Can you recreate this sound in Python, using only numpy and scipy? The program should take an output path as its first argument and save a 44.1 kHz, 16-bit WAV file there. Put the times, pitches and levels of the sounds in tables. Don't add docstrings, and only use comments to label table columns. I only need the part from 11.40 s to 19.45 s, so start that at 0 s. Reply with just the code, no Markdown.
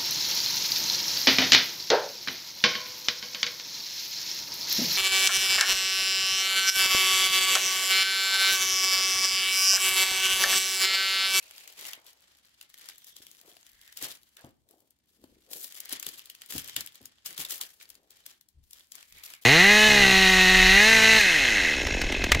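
import sys
import numpy as np
from scipy import signal
from scipy.io import wavfile

SR = 44100
rng = np.random.default_rng(int(sys.argv[2]) if len(sys.argv) > 2 else 0)


def bounce(signal):
    frames = np.transpose(np.atleast_2d(signal))
    limited = np.clip(frames, -1, 1)
    pcm = np.round(limited * 32767).astype(np.int16)
    wavfile.write(sys.argv[1], SR, pcm)


N = 355005
TIME = np.arange(N) / SR


def gain_of(db):
    return 10 ** (np.asarray(db) / 20)


def unit_rms(x):
    return x / np.sqrt(np.mean(x ** 2) + 1e-20)


def curve_at(points, hz):
    f, value = np.transpose(points)
    return np.interp(np.log(hz + 1), np.log(f + 1), value)


def add(mix, s, sound):
    part = mix[..., max(round(s * SR), 0):][..., :sound.shape[-1]]
    part += sound[..., :part.shape[-1]]


def eq(x, points, size=4096):
    log_gain = np.log(gain_of(curve_at(points, abs(np.fft.fftfreq(size, 1 / SR)))))
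    taps = np.fft.ifft(np.exp(np.conj(signal.hilbert(log_gain)))).real[:size // 2]
    return signal.fftconvolve(x, taps)[:len(x)]


def crossover(x, hz):
    k = np.tan(np.pi * hz / SR)
    poles = [1 + np.sqrt(2) * k + k * k, 2 * (k * k - 1), 1 - np.sqrt(2) * k + k * k]
    return [signal.lfilter(zeros, poles, x) for zeros in (k * k * np.array([1, 2, 1]), [1, -2, 1])]


def shelf(x, bright_db, hz=6000):
    low, high = crossover(x, hz)
    return low - gain_of(bright_db) * high


def wander(rate_hz):
    return unit_rms(crossover(rng.standard_normal(N), rate_hz)[0])


def band_noise(size, hz, width_hz, order=1):
    top = np.hypot(hz, width_hz / 2) + width_hz / 2
    band = signal.butter(order, [hz ** 2 / top, min(top, .45 * SR)], "band", fs=SR, output="sos")
    return unit_rms(signal.sosfilt(band, rng.standard_normal(size)))


def swell(middle_s, half_s):
    return np.exp(-np.minimum(((TIME - middle_s) / half_s) ** 2, 20))


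def mic_pair(left, right, lag_s):
    n = np.arange(len(right))
    return np.array([left, np.interp(n - lag_s * SR, n, right, left=0)])


# (time [s], level [dB], tautness as treble tilt [dB])
FOIL_STIR = [(0, -54, -7), (.55, -56.5, -4), (.62, -65.5, -14), (1.1, -64, -15), (1.6, -64.5, -3),
             (2.5, -61, -4), (2.9, -67.5, -4), (3.24, -83.5, -4), (3.36, -72.5, 12), (3.65, -77.5, -19),
             (4.03, -68.5, -3), (4.13, -60, 2), (4.55, -48.5, -27), (4.95, -60, -13), (5.3, -53.5, -8),
             (5.82, -65, -21.5), (5.96, -47, -16), (6.35, -62, 5), (6.66, -73.5, -7.5), (7.18, -79.5, -10),
             (7.62, -63.5, 6), (8.04, -72.5, -4)]
# (start [s], hold [s], level [dB], tautness [dB])
FOIL_SCRUNCHES = [(0.127, 0.066, -53, 1), (0.368, 0.12, -43, -4), (0.648, .045, -49.5, -6),
                  (0.816, 0.016, -54.5, -13), (1.208, 0.03, -55.5, -19), (1.36, 0.066, -55.5, -11),
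                  (1.424, 0.023, -49, -8), (1.477, 0.039, -49, -10), (1.655, 0.036, -53, 6),
                  (1.744, 0.19, -57, 2), (2.045, 0.043, -56.5, 4), (2.556, 0.1, -46, -2),
                  (2.607, 0.052, -38, -6.5), (2.676, 0.041, -44, -2), (2.969, 0.093, -58.5, -18),
                  (3.289, 0.011, -64.5, -2), (3.667, 0.28, -71, 8.5), (4.099, .15, -41, 15),
                  (4.325, 0.059, -48, 10), (4.487, 0.066, -38.5, -8), (4.612, 0.18, -48, 6),
                  (4.992, 0.029, -55, -12), (5.085, 0.1, -38.5, 2), (5.224, 0.05, -42.5, -10),
                  (5.356, 0.048, -40.5, -5), (5.45, 0.016, -63.5, -10), (5.531, 0.016, -54, -18),
                  (5.845, .025, -38, 5), (5.978, 0.038, -32.5, 2.5), (6.083, 0.052, -34.5, 6),
                  (6.2027, 0.011, -36, 2), (6.39, 0.029, -52, -7), (6.485, 0.048, -61, -17),
                  (6.69, .13, -60, -9), (6.847, 0.058, -52, -6.5), (7.227, 0.13, -66, 8),
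                  (7.336, 0.072, -55.5, -4), (7.532, 0.059, -50, -12), (7.736, 0.051, -50, -4),
                  (7.819, 0.1, -47.5, 2), (8.009, .03, -52, 9)]


def handling(grip_s=0.018, tire_db_per_s=11, relax_db_per_s=260):
    times, *columns = np.transpose(FOIL_STIR)
    stir_db, stir_taut_db = (np.interp(TIME, times, c) for c in columns)
    power = gain_of(stir_db) ** 2
    weighted_taut = power * stir_taut_db
    t = np.arange(SR // 2) / SR
    for s, hold_s, db, taut_db in FOIL_SCRUNCHES:
        fade_db = tire_db_per_s * t + relax_db_per_s * np.maximum(t - hold_s, 0)
        scrunch = (np.minimum(t / grip_s, 1) * gain_of(db - fade_db)) ** 2
        add(power, s, scrunch)
        add(weighted_taut, s, scrunch * taut_db)
    return 10 * np.log10(power), weighted_taut / power


def rustle(work_db, taut_db, spread_db=3.5, ring_s=.001, buckle_db=-60, hiss=0.63, clump_db=2.74):
    crowd = np.clip(gain_of(.7 * (work_db + 55.5)), .15, 6)
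    at = np.flatnonzero(rng.random(N) < crowd * 450 / SR)
    size = gain_of(spread_db * np.minimum(rng.exponential(1, N), 4)) / np.sqrt(crowd)
    hz = rng.uniform(1500, 16000, N)[at, None]
    right_lag = rng.integers(10, 16, N)[at, None]
    n = np.arange(200)
    fade = size[at, None] * np.exp(-n / SR / ring_s)
    tones = fade * np.sin(2 * np.pi * hz * n / SR)
    where, ticks = at[:, None] + n, []
    for place, scratch in zip((where, where + right_lag), rng.standard_normal((2, N))):
        rings, power = (np.bincount(place.ravel(), v.ravel(), N)[:N] for v in (tones, fade ** 2))
        ticks.append(rings + np.sqrt(power) * scratch)
    buckling = 1 / (1 + gain_of(buckle_db - work_db))
    crackle = buckling * unit_rms(np.array(ticks))
    sheet = (crackle + hiss * rng.standard_normal((2, N))) / np.hypot(buckling, hiss)
    sheet *= unit_rms(gain_of(clump_db * wander(35)))
    bright_db = taut_db - 3
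    shelf_rms = np.sqrt(0.36 + .5 * gain_of(bright_db) ** 2)
    return gain_of(work_db) * shelf(sheet, bright_db) / shelf_rms


# (middle [s], level [dB], half length [s], rub pitch [Hz])
HAND_STROKES = [(0.2, -69, 0.57, 660), (0.492, -63, 0.12, 820), (1.85, -75, .12, 255),
                (2.084, -67, 0.074, 505), (2.651, -57, 0.052, 620), (3.011, -64.5, 0.034, 650),
                (3.362, -70.5, .1, 417), (3.87, -69.5, 0.16, 267), (4.139, -56, .051, 373),
                (5.14, -58.5, 0.037, 221.6), (5.922, -65.5, .05, 237), (6.014, -57.5, 0.054, 1150),
                (6.209, -53, 0.017, 1280), (6.617, -74, 0.22, 425), (7.875, -62, 0.11, 1660)]


def brush(work_db, catch_db=3.0, press_db=-24):
    rub = gain_of(work_db + press_db) * band_noise(N, hz=430, width_hz=480, order=2)
    for s, db, half_s, hz in HAND_STROKES:
        rub += gain_of(db) * swell(s, half_s) * band_noise(N, hz, 0.99 * hz, order=2)
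    return rub * gain_of(catch_db * wander(53))


# (middle [s], level [dB], half length [s], stiffness [pitch ratio], right over left [dB])
FOIL_DRAGS = [(0.15, -62, 0.23, 1.3, 3.5), (0.49, -56.5, .08, 1.1, 7.5), (1.45, -67.5, .1, 1.05, -6),
              (1.721, -64, .2, 1.8, 4), (2.447, -64.5, 0.16, 1.0, 1.5), (2.998, -66, 0.025, 0.88, 8.5),
              (4.5, -58, .18, 1.05, -3), (5.32, -51.5, 0.12, 1.62, -4.5), (7.85, -59.5, 0.13, 1.17, 5)]
# (pitch at stiffness 1 [Hz], width [Hz], level [dB])
SHEET_MODES = [(1934, 510, 5.5), (3300, 960, -0.5), (4320, 830, -11.5)]


def slide(trim_db=-2, catch_db=3, flex=0.022):
    drags = np.array([gain_of([[db], [db + right_db]]) * swell(s, half_s)
                      for s, db, half_s, _, right_db in FOIL_DRAGS])
    loudest = drags[:, 0].argmax(0)
    stiffness = np.array(FOIL_DRAGS)[loudest, 3]
    bend = stiffness * (1 + flex * wander(2))
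    scrape = np.zeros((2, N))
    for hz, width_hz, db in SHEET_MODES:
        carrier = np.exp(2j * np.pi * np.cumsum(hz * bend) / SR)
        real, imag = crossover(rng.standard_normal((2, 2, N)), width_hz / 2)[0]
        scrape += gain_of(db) * unit_rms((carrier * (real + 1j * imag)).real)
    return drags.sum(0) * gain_of(trim_db + catch_db * wander(28)) * unit_rms(scrape)


# (frequency [Hz], gain [dB])
AIR_EQ = [(25, -30.5), (60, 4), (130, -2), (300, -0.5), (500, -13.5), (1000, -9), (3000, -50),
          (9000, -13.5), (16000, -83)]


def air(level_db=-81, hum_hz=61, hum_db=-88, width=0.73):
    shared, left, right = (eq(z, AIR_EQ) for z in rng.standard_normal((3, N)))
    bed = unit_rms(crossover(shared, 420)[0] + width * np.array([left, right]))
    hum = np.sin(2 * np.pi * hum_hz * TIME + wander(16))
    return gain_of(level_db) * bed + gain_of(hum_db) * hum


LEAD = 200


def crease(bright_db, ring_ms, give_db=-10, give_s=0.0014, crack_s=0.000073, ring_db=-9,
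           flutter_db=-22, flutter_s=0.016, likeness=0.31):
    t = np.arange(-LEAD, 8 * LEAD) / SR
    after = np.maximum(t, 0)
    onset = np.where(t < 0, gain_of(give_db) * np.exp(-abs(t) / give_s), 1)
    ring = onset * gain_of(ring_db) * np.exp(-after * 1000 / max(ring_ms, .1))
    flutter = gain_of(flutter_db) * np.exp(-after / flutter_s)
    shape = ring + onset * (np.exp(-after / crack_s) + flutter)
    hz = np.clip(3300 * np.exp(0.04 * bright_db + 0.2 * rng.standard_normal()), 1500, 14000)
    cracks = []
    for noise in rng.standard_normal((2, len(t))):
        facet = 0.76 * ring * band_noise(len(t), hz, width_hz=600)
        crack = shelf(shape * noise + facet, bright_db + 3)
        cracks.append(crack / np.linalg.norm(crack))
    front, aside = cracks
    right = likeness * front + np.sqrt(1 - likeness ** 2) * aside
    return np.sqrt(SR / 1000) * mic_pair(front, right, lag_s=rng.uniform(.00024, .00034))


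# (time [s], level [dB], brightness [dB])
CREASE_SNAPS = [(0.1107, -38, -4), (0.2775, -35.5, -2.5), (0.4533, -31.5, -9), (0.5336, -29, -8.5),
                (1.213, -36, -5), (1.3008, -48, -1), (1.3426, -39, -6.5), (1.4884, -30.5, 1.5),
                (1.5826, -40, 19), (1.6454, -40, 8), (1.766, -36, 1), (1.8204, -46, -12), (1.8679, -38, 0),
                (1.915, -41, 8), (2.0144, -43, 7), (2.0997, -52, -1), (2.1687, -44, -8), (2.2666, -43.5, 0),
                (2.415, -44.5, -2), (2.478, -42.5, -4), (2.526, -40, 3), (2.573, -27.5, 10),
                (2.626, -23.5, 11.5), (2.6447, -26.5, 4), (2.712, -43, 4), (2.833, -48, 8),
                (2.9696, -39, -3), (3.29, -49.5, 12), (3.311, -47.5, 29), (3.405, -53.5, 21),
                (3.5075, -51, 25), (3.8414, -47, 2), (4.1331, -26, 5.5), (4.2437, -27, 7),
                (4.3244, -35.5, 12), (4.4037, -27, 19.5), (4.4563, -34, 2), (4.4932, -33, 7),
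                (4.5262, -20.5, 29), (4.5316, -24.5, -4), (4.5985, -27, 9.5), (4.6287, -26.5, -3),
                (4.6663, -22, 4.5), (4.689, -27, 9.5), (4.858, -38, 6), (4.9001, -29.5, 3),
                (4.9507, -38.5, -4), (5.019, -35, -8), (5.0618, -40, 10), (5.107, -35, 12),
                (5.124, -28, -5), (5.1811, -21.5, 1), (5.2963, -31.5, -2.5), (5.3648, -16, -2.5),
                (5.408, -24, 5), (5.4633, -31, 26), (5.474, -34, -5.5), (5.556, -39.5, 5),
                (5.6568, -32, 10), (5.8609, -25.5, 7.5), (5.9789, -25, 2), (6.0505, -26, -3),
                (6.1096, -26, 21), (6.2129, -20, 5), (6.492, -43, 36), (6.503, -35, 4), (6.5537, -44, -4),
                (6.7071, -42, 14), (6.8643, -31.5, 3), (7.012, -46, 5), (7.0884, -49, 10),
                (7.3101, -41, 13), (7.3328, -35, 5), (7.5204, -32.5, 8), (7.5545, -33.5, 5),
                (7.6285, -40.5, -8), (7.7249, -39.5, 0), (7.8376, -33, 1), (7.9378, -33, -6)]


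def snaps(work_db, trim_db=3, ring_growth=0.35, small_per_s=26):
    out = np.zeros((2, N))
    for s, db, bright_db in CREASE_SNAPS:
        ring_ms = 1.08 * gain_of(ring_growth * (db + 36.5))
        add(out, s - LEAD / SR, gain_of(db + trim_db) * crease(bright_db, ring_ms))
    for at in np.flatnonzero(rng.random(N) < small_per_s / SR):
        size, shine = rng.uniform(-1.7, 1.7, 2)
        db = min(work_db[at], -44) + 7 + 3 * size
        add(out, (at - LEAD) / SR, gain_of(db + trim_db) * crease(bright_db=6 + 5 * shine, ring_ms=1))
    return out


# (frequency [Hz], gain [dB])
CARD_EQ = [(30, -20.5), (80, -2.5), (140, -1), (200, -6), (280, 3), (400, -8.5), (700, -10.5),
           (1100, -20.5), (3000, -32), (8000, -97.5)]
# (time [s], level [dB], decay [s], slap brightness [dB])
HAND_PATS = [(0.576, -48, 0.0027, 43), (1.803, -48.5, 0.0024, 3), (2.049, -58.5, 0.0096, 35),
             (2.167, -51.5, 0.0017, 38), (2.625, -50.5, 0.032, 13), (3.042, -44.5, 0.013, 12),
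             (3.066, -55.5, 0.023, 18), (3.84, -41.5, 0.0043, 12.5), (4.524, -42, 0.0094, 26),
             (4.664, -53, 0.026, 21), (5.152, -38, 0.019, 0.5), (5.365, -51.5, 0.032, -5),
             (5.605, -57, 0.033, 10), (5.989, -51, 0.029, 3), (6.211, -60, 0.012, 27)]


def pats(trim_db=4, rise_s=0.00219, push_s=.0013):
    out, t = np.zeros(N), np.arange(SR // 4) / SR
    pulse = (t / push_s) * (1 - t / push_s / 2) * np.exp(-t / push_s)
    push = unit_rms(eq(pulse, CARD_EQ))
    for s, db, decay_s, slap_db in HAND_PATS:
        shape = (1 - np.exp(-t / rise_s)) * np.exp(-t / max(decay_s, .003))
        shiver = unit_rms(eq(shape * rng.standard_normal(len(t)), CARD_EQ))
        firmness = 0.45 * np.exp(-decay_s / 0.018)
        knock = shelf(shiver + firmness * push, slap_db - 11, hz=420)
        add(out, s - rise_s, gain_of(db + trim_db) * knock * np.linalg.norm(shape) / np.linalg.norm(knock))
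    return out


# (middle [s], level [dB], half length [s])
WEIGHT_SHIFTS = [(1.134, -84, 0.042), (2.372, -73, 0.059), (3.904, -73, 0.097), (5.171, -58, 0.031),
                 (6.522, -75.5, 0.049), (7.192, -55.5, 0.037), (7.753, -64, 0.038)]


def bumps(band_hz=(32, 84)):
    band = signal.butter(2, band_hz, "band", fs=SR, output="sos")
    out, t = np.zeros(N), np.arange(SR // 2) / SR
    for s, db, half_s in WEIGHT_SHIFTS:
        shape = np.exp(-((t - t.mean()) / half_s) ** 2)
        rumble = shape * signal.sosfilt(band, rng.standard_normal(len(t)))
        add(out, s - t.mean(), gain_of(db) * rumble * np.linalg.norm(shape) / np.linalg.norm(rumble))
    return out


# (frequency [Hz], gain [dB])
SEND_EQ = [(100, -12.5), (400, -20), (1800, -5), (3300, -1), (7000, -13.5), (15000, -35)]
# (frequency [Hz], time to fall 60 dB [s])
REVERB_TIMES = [(200, 0.6), (1500, 0.26), (3500, 0.11), (8000, 0.1), (15000, 0.27)]


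def room(x, first_s=0.0043, walls_s=0.014, near=0.57, echoes_per_s=5000):
    size = SR // 2
    taps = rng.choice([-1., 1.], (2, size)) * (rng.random((2, size)) < echoes_per_s / SR)
    taps *= np.interp(np.arange(size) / SR, [first_s, walls_s, walls_s + 0.0012], [near, near, 1], left=0)
    hz, t, bands = signal.stft(taps, SR, nperseg=128)
    fade = gain_of(-60 * t / curve_at(REVERB_TIMES, hz)[:, None])
    tail = signal.istft(bands * fade, SR, nperseg=128)[1]
    tail /= np.linalg.norm(tail, axis=1, keepdims=True)
    return signal.fftconvolve(eq(x, SEND_EQ)[None], tail, axes=1)[:, :N]


# (frequency [Hz], gain [dB])
FOIL_EQ = [(100, -18.5), (400, -14.5), (900, -11), (1400, -6.5), (2000, -2.5), (2500, -4.5), (3200, -3.5),
           (4500, -0.5), (6500, -1.5), (9000, -1.5), (11500, 2.5), (13500, 1.5), (15700, 0), (16500, -29)]
# (frequency [Hz], gain [dB])
SHADE_EQ = [(200, 3), (1200, 3.5), (2200, -1), (3200, 5.5), (4300, -1), (6200, -7), (7300, 1), (8800, -11),
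            (12000, -7.5), (15500, -7.5)]


def scene(card_right_db=-3, room_right_db=-2):
    work_db, taut_db = handling()
    front, aside = (eq(x, FOIL_EQ) for x in snaps(work_db) + rustle(work_db, taut_db))
    foil = np.array([front, eq(aside, SHADE_EQ)])
    card = pats() + brush(work_db) + bumps()
    direct = foil + mic_pair(card, gain_of(card_right_db) * card, lag_s=0.00022) + slide()
    reverb = gain_of([[0], [room_right_db]]) * room(front + card)
    return direct + reverb + air()


def record(dry):
    high_cut = signal.firwin(255, 16300, window=("kaiser", 9), fs=SR)
    return signal.oaconvolve(dry, high_cut[None], "same")


dry = scene()
out = record(dry)
bounce(out)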